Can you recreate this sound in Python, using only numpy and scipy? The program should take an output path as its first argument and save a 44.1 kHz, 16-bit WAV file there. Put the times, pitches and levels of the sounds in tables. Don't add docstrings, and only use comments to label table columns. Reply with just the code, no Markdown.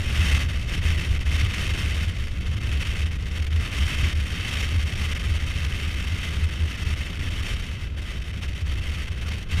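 import sys
import numpy as np
from scipy import signal
from scipy.fft import rfft, irfft, next_fast_len
from scipy.io import wavfile
from scipy.ndimage import uniform_filter1d, map_coordinates

SR = 44100
rng = np.random.default_rng(int(sys.argv[2]) if len(sys.argv) > 2 else 0)


def level_to_linear(level):
    exponent = np.asarray(level, float) / 20
    return 10 ** exponent


def wav_record(signal):
    frames = np.transpose(np.atleast_2d(signal))
    bounded = np.clip(frames, -1, 1)
    quanta = np.round(bounded * 32767).astype(np.int16)
    wavfile.write(sys.argv[1], SR, quanta)


N = 423360

# [t/s, hiss level/dB]
AIRFLOW = [(0.0, -29), (0.35, -21), (0.53, -32), (0.91, -25), (1.2, -31.5), (1.4, -24), (2.04, -28),
           (2.3, -36.5), (2.86, -26.5), (3.26, -34), (3.85, -24.5), (4.3, -30), (4.58, -24), (4.8, -29),
           (7.5, -30.5), (7.9, -36.5), (9.2, -32), (9.6, -28)]
# [t/s, rise/dB, length/ms]
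GUSTS = [(0.757, 7, 31), (2.253, 8, 40), (2.467, 22, 16.7), (3.4, 2.5, 140), (3.64, 2, 65), (4.07, 3, 46),
         (5.063, 4.5, 130), (5.65, 20, 22), (6.263, 5, 50), (7.493, 3.5, 110), (8.053, 7, 140),
         (8.437, 10, 20), (8.707, 4.5, 70), (8.94, 2.5, 133), (9.077, 2.4, 73), (9.293, 8, 20),
         (9.55, 3, 90)]
# [t/s, change/dB, length/ms]
LULLS = [(0.463, -7.5, 31), (0.657, -8.5, 28), (0.807, -10.5, 17), (1.187, -29, 6), (1.247, -5.5, 24),
         (1.493, -5, 48), (2.117, -5, 57), (2.597, -9, 15), (3.18, -15, 13), (3.46, -12, 10.5),
         (3.493, -11, 25), (3.587, -7.2, 14), (3.697, -6.5, 32), (4.143, -11, 14.8), (4.697, -3.5, 69),
         (4.853, -5.4, 27), (4.947, -11, 5.5), (5.143, -20, 10), (5.453, -8, 9), (6.477, -4.5, 47),
         (6.607, -3, 140), (7.153, -2.5, 130), (7.757, -4, 18), (7.92, -9, 72), (8.283, 2, 10),
         (8.323, -12, 12.8), (8.64, -4.5, 40), (9.157, -5, 60), (9.32, 20, 10.3), (9.463, -12, 57)]
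# [first t/s, count/1, change/dB]
VORTEX_TRAINS = [
    (2.249, 28, -3.5),
    (9.053, 11, -5.5),
]
# [f/Hz, width/Hz, level/dB]
SHELL_MODES = [(1225, 97, -10), (1930, 880, -8.5), (2089, 222, -3.5), (2627, 170, -2), (3076, 288, -2.5),
               (3675, 190, -8), (4527, 136, -8.5), (5497, 430, -9), (6300, 730, -15.5), (7040, 380, -21),
               (7300, 400, -32.5), (8900, 940, -19.5)]
# [f/Hz, density/dB per Hz]
HISS_SPECTRUM = [(500, -35), (900, -33.5), (1500, -37.5), (3000, -21), (4200, -23), (8000, -29),
                 (11000, -33), (12400, -31.5), (13600, -35), (14000, -36), (14700, -42), (15200, -41)]
# [t/s, peak level/dB, length/ms, f/Hz]
SURGES = [(0.32, -19, 120, 74.4), (0.33, -25, 19, 70.5), (0.93, -19.5, 140, 79.9), (1.087, -21, 33, 77.16),
          (1.37, -22.5, 160, 73.2), (1.497, -31, 23.6, 80), (1.73, -21.5, 18, 72.2),
          (2.023, -27, 120, 78.1), (2.321, -35, 120, 76.7), (2.496, -22, 40, 75.5), (2.75, -23, 76, 75.8),
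          (3.045, -21.5, 42, 71.9), (3.442, -24.2, 55, 75.9), (3.557, -18, 73.5, 77.6),
          (3.818, -17.5, 72, 75.1), (4.03, -38, 31, 71.87), (4.117, -24.5, 233, 75.4),
          (4.582, -25, 39, 79.0), (4.773, -25.5, 170, 76.36), (4.777, -8.5, 25, 74.86),
          (5.03, -22, 66, 72.9), (5.317, -19.5, 165, 75.0), (5.673, -24.5, 116, 78.4),
          (5.887, -26.4, 39, 78), (6.111, -20.5, 36, 79.8), (6.45, -13, 32.4, 78.4),
          (6.642, -17.5, 82, 74.96), (6.84, -26.5, 188, 74), (9.272, -26.2, 29, 71.9),
          (9.56, -21.5, 61.4, 78.2)]
# [t/s, change/dB, length/ms]
STUMBLES = [(0.697, -18, 92), (0.827, -18, 120), (1.043, -7, 89), (1.173, -13, 56), (1.563, -1, 46),
            (1.653, 5, 71), (2.433, -2, 33), (2.613, -3, 61), (2.843, -32, 33), (3.483, -6, 28),
            (3.69, -4, 19.5), (3.74, -10, 62), (3.957, -4, 58), (4.33, -14, 46), (4.947, -2, 45),
            (5.217, -6, 57), (5.493, -11, 70), (5.783, -3, 79), (6.197, -15, 52), (6.35, -13, 36),
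            (6.523, -2, 30), (6.583, -14, 30), (6.743, -43, 75), (7.647, -3, 88), (7.8, -13, 43),
            (8.28, 0, 106), (8.447, -22, 60), (8.707, -6, 65), (8.817, 7, 48), (9.483, -11, 44)]
# [t/s, peak level/dB, f/Hz]
JOLTS = [(0.187, -8, 72.7), (0.275, -32, 72.7), (0.85, -14, 76), (1.221, -17, 99), (1.327, -76, 78),
         (1.427, -16.5, 95.3), (1.663, -22, 99), (1.826, -46, 90.7), (2.07, -18.5, 90.5), (2.161, -25, 105),
         (2.53, -24, 112.7), (2.722, -61, 72.7), (2.883, -16, 72), (3.81, -19, 75.4), (4.03, -11, 73.1),
         (4.23, -65, 71), (5.044, -40, 72.1), (5.279, -12, 78.55), (5.436, -34, 74.4), (5.553, -17, 88.8),
         (5.632, -25, 88.7), (5.701, -17, 76.6), (6.248, -62, 71.7), (6.365, -15.5, 74.8),
         (6.52, -24, 73.7), (9.295, -26, 82.7)]
# [t/s, level/dB]
SHAKING = [(0.0, -30.5), (0.72, -31.5), (0.91, -32), (2.59, -32.5), (7.11, -36), (7.17, -35), (7.3, -33.5),
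           (8.08, -38.5), (8.74, -34), (8.82, -35), (9.52, -37), (9.6, -29)]
# [f/Hz, density/dB per Hz]
BUFFET_SPECTRUM = [(5, -17), (15, 6.5), (30, 4), (55, 8.5), (80, 10), (120, -2), (200, -80), (500, -120)]
# [f/Hz, density/dB per Hz]
RUMBLE_SPECTRUM = [(60, -6), (100, 0), (170, -3), (250, -11), (400, -16.5), (600, -21), (900, -31.5),
                   (1500, -23.5), (4000, -61), (9000, -120)]

GUST_TOP_DB = 3.5
VORTEX_PERIOD_S, VORTEX_MS, VORTEX_SCATTER_DB = 0.05, 20, 1.5
STRAY_COUNT, STRAY_MS = 110, 9
STRAY_DB, STRAY_DB_PER_WEAK_DB = -5.5, 0.44
LEAK_DB = -55
THROB_HZ, THROB_DB, STUMBLE_DB = 75, -35, 2.5
CHOP_DB = 3
MOUNT_LIMIT = 0.13
BUFFET_DB, BUFFET_SWING_DB = -0.5, 0.8
RUMBLE_DB, RUMBLE_SWING_DB = -36.5, 0.2
RUMBLE_DB_PER_AIR_DB, RUMBLE_DB_PER_SHAKE_DB = 0.4, 0.15
SELF_NOISE_DB, CEILING, TOP_HZ = -72, 0.34, 15300


def hiss(flutter_db, lull_db):
    air_db = airflow()
    air = unit(level_to_linear(crest(flutter_db + lull_db)) * patchy(patchy_db=0.5)) * level_to_linear(air_db)
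    sag_db = np.clip(lull_db + flutter_db, -7, 0)
    sag_share = 0.2

    def tears(rate_hz):
        return -np.maximum(wobble(rate_hz) - 0.6, 0)

    def under(hz, edge_hz):
        return 1 / (1 + (hz / edge_hz) ** 4)

    roar = filtered(air, lambda hz: shell(hz) * under(hz, 4250))
    swish = air * level_to_linear(0.049 * (air_db + 19) + sag_share / 2 * sag_db + 0.56 * tears(37))
    fizz = air * level_to_linear(0.069 * (air_db + 18) + sag_share * sag_db + 2.8 * tears(90))
    swish = filtered(swish, lambda hz: shell(hz) * (under(hz, 6400) - under(hz, 5620)))
    fizz = filtered(fizz, lambda hz: shell(hz) * (1 - under(hz, 8600)))
    leak = filtered(rng.standard_normal(N), lambda hz: shell(hz) * under(hz, 6200) ** 2)
    return level_to_linear(8.5) * (roar + level_to_linear(-2.5) * swish + level_to_linear(1.5) * fizz) + level_to_linear(LEAK_DB) * unit(leak)


def shell(hz):
    peaks = sum(level_to_linear(2 * db) / (1 + (2 * (hz - centre_hz) / width_hz) ** 2)
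                for centre_hz, width_hz, db in SHELL_MODES)
    low_cut = hz ** 2 / (hz ** 2 + 900 ** 2)
    high_cut = 1 + (hz / 10500) ** 8
    return np.sqrt(peaks * low_cut / high_cut + slope(HISS_SPECTRUM)(hz) ** 2)


def airflow():
    return curves(AIRFLOW)[0] + crest(dents(GUSTS), top_db=GUST_TOP_DB)


def eddies():
    shedding = np.sin(2 * np.pi * np.cumsum(20 + 1.31 * wobble(2.1)) / SR)
    flutter_db = 0.44 * shedding + 0.35 * wobble(25) + 0.95 * wobble(60)
    flutter_db = flutter_db + 1.3 * wobble(130) + 1.82 * wobble(300)
    vortices = []
    for first_s, count, db in VORTEX_TRAINS:
        for k in range(round(count)):
            change_db = db + VORTEX_SCATTER_DB * rng.standard_normal()
            vortices.append((first_s + VORTEX_PERIOD_S * k, change_db, VORTEX_MS))
    when, depth, life = rng.uniform(size=(STRAY_COUNT, 3)).T
    air_db, = curves(AIRFLOW)
    weak_db = air_db.mean() - air_db[(when * N).astype(int)]
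    stray_db = np.minimum(STRAY_DB - STRAY_DB_PER_WEAK_DB * weak_db, 0) * (0.5 + depth)
    strays = zip(when * N / SR, stray_db, STRAY_MS * (0.41 + life))
    return flutter_db, dents([*LULLS, *vortices, *strays])


def crest(db, top_db=3.5):
    return np.where(db > 0, top_db * np.tanh(db / top_db), db)


def throb():
    air_db, t = curves(AIRFLOW)[0], np.arange(N) / SR
    shake_db, = curves(SHAKING)
    size = level_to_linear(THROB_DB + 0.1 * (air_db - air_db.mean()) + STUMBLE_DB * wobble(14)
               + 0.17 * (shake_db + 36))
    pull = size * THROB_HZ
    for s, db, ms, hz in SURGES:
        near = slice(max(round((s - 0.4) * SR), 0), round((s + 0.4) * SR))
        swell = level_to_linear(db - 2) * np.exp(-0.5 * (2000 * (t[near] - s) / ms) ** 2)
        size[near] += swell
        pull[near] += swell * hz
    phase = 2 * np.pi * np.cumsum(pull / size + 5 * wobble(30)) / SR
    size *= level_to_linear(dents(STUMBLES) - CHOP_DB * np.maximum(wobble(22) - 0.4, 0))
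    size = MOUNT_LIMIT * np.tanh(size / MOUNT_LIMIT)
    return size * unit(level_to_linear(1.2 * wobble(40)) * np.sin(phase))


def jolts():
    out, t = np.zeros(N + SR), np.arange(SR // 8) / SR
    for s, db, hz in JOLTS:
        swing = np.sin(2 * np.pi * hz * t + rng.uniform(0, 2 * np.pi))
        push = swing * (t / 0.015) * np.exp(1 - t / 0.0099)
        out[round(s * SR):][:len(t)] += level_to_linear(db + 1.0) * push
    return out[:N]


def road(eddy_db):
    air_db = airflow()
    swing_db = air_db - air_db.mean()
    shake_db, = curves(SHAKING)
    buffet_db = BUFFET_DB + shake_db + BUFFET_SWING_DB * wobble(5)
    rumble_db = RUMBLE_DB + RUMBLE_DB_PER_AIR_DB * swing_db + RUMBLE_SWING_DB * wobble(5)
    rumble_db = rumble_db + RUMBLE_DB_PER_SHAKE_DB * (shake_db - shake_db.mean())
    buffet = unit(filtered(rng.standard_normal(N), slope(BUFFET_SPECTRUM)))
    lumps = level_to_linear(0.24 * eddy_db + 0.55 * wobble(18))
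    rumble = unit(filtered(lumps * patchy(patchy_db=0.3), slope(RUMBLE_SPECTRUM)))
    return level_to_linear(buffet_db + 6.0) * buffet + level_to_linear(rumble_db + 1.0) * rumble


def unit(x):
    return x / np.sqrt(np.mean(x ** 2) + 1e-20)


def curves(rows):
    s, *cols = np.transpose(rows)
    return [np.interp(np.arange(N) / SR, s, c) for c in cols]


def dents(rows):
    t, out = np.arange(N) / SR, np.zeros(N)
    for s, change_db, ms in rows:
        near = slice(max(round((s - 0.2) * SR), 0), round((s + 0.2) * SR))
        out[near] += change_db * np.exp(-np.abs(1700 * (t[near] - s) / ms) ** 3)
    return out


def wobble(rate_hz):
    knots = rng.standard_normal(2000 + int(N * 400 / SR))
    return map_coordinates(knots, [np.arange(N) * rate_hz / SR])


def patchy(patchy_db):
    z = signal.stft(rng.standard_normal(N), nperseg=512)[2]
    field = uniform_filter1d(rng.standard_normal(z.shape), size=8, axis=0)
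    field = uniform_filter1d(field, size=6, axis=1)
    return signal.istft(z * level_to_linear(patchy_db * unit(field)), nperseg=512)[1][:N]


def filtered(x, response):
    m = next_fast_len(N + SR // 2)
    return irfft(rfft(x, m) * response(np.fft.rfftfreq(m, 1 / SR)), m)[:N]


def slope(points):
    f, db = np.transpose(points)
    return lambda hz: level_to_linear(np.interp(np.log(hz + 1), np.log(f + 1), db))


def scene():
    flutter_db, lull_db = eddies()
    mix = hiss(flutter_db, lull_db) + throb() + road(flutter_db + lull_db) + jolts()
    return mix[None]


def roll_off(x):
    return signal.sosfilt(signal.butter(12, 15560, fs=SR, output="sos"), x)


def record(dry):
    x = dry[0] + level_to_linear(SELF_NOISE_DB) * rng.standard_normal(N)
    x = x / (1 + np.abs(x / CEILING) ** 4) ** 0.25
    mix = filtered(x, lambda hz: hz < TOP_HZ)[None]
    return roll_off(mix)


dry = scene()
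out = record(dry)
wav_record(out)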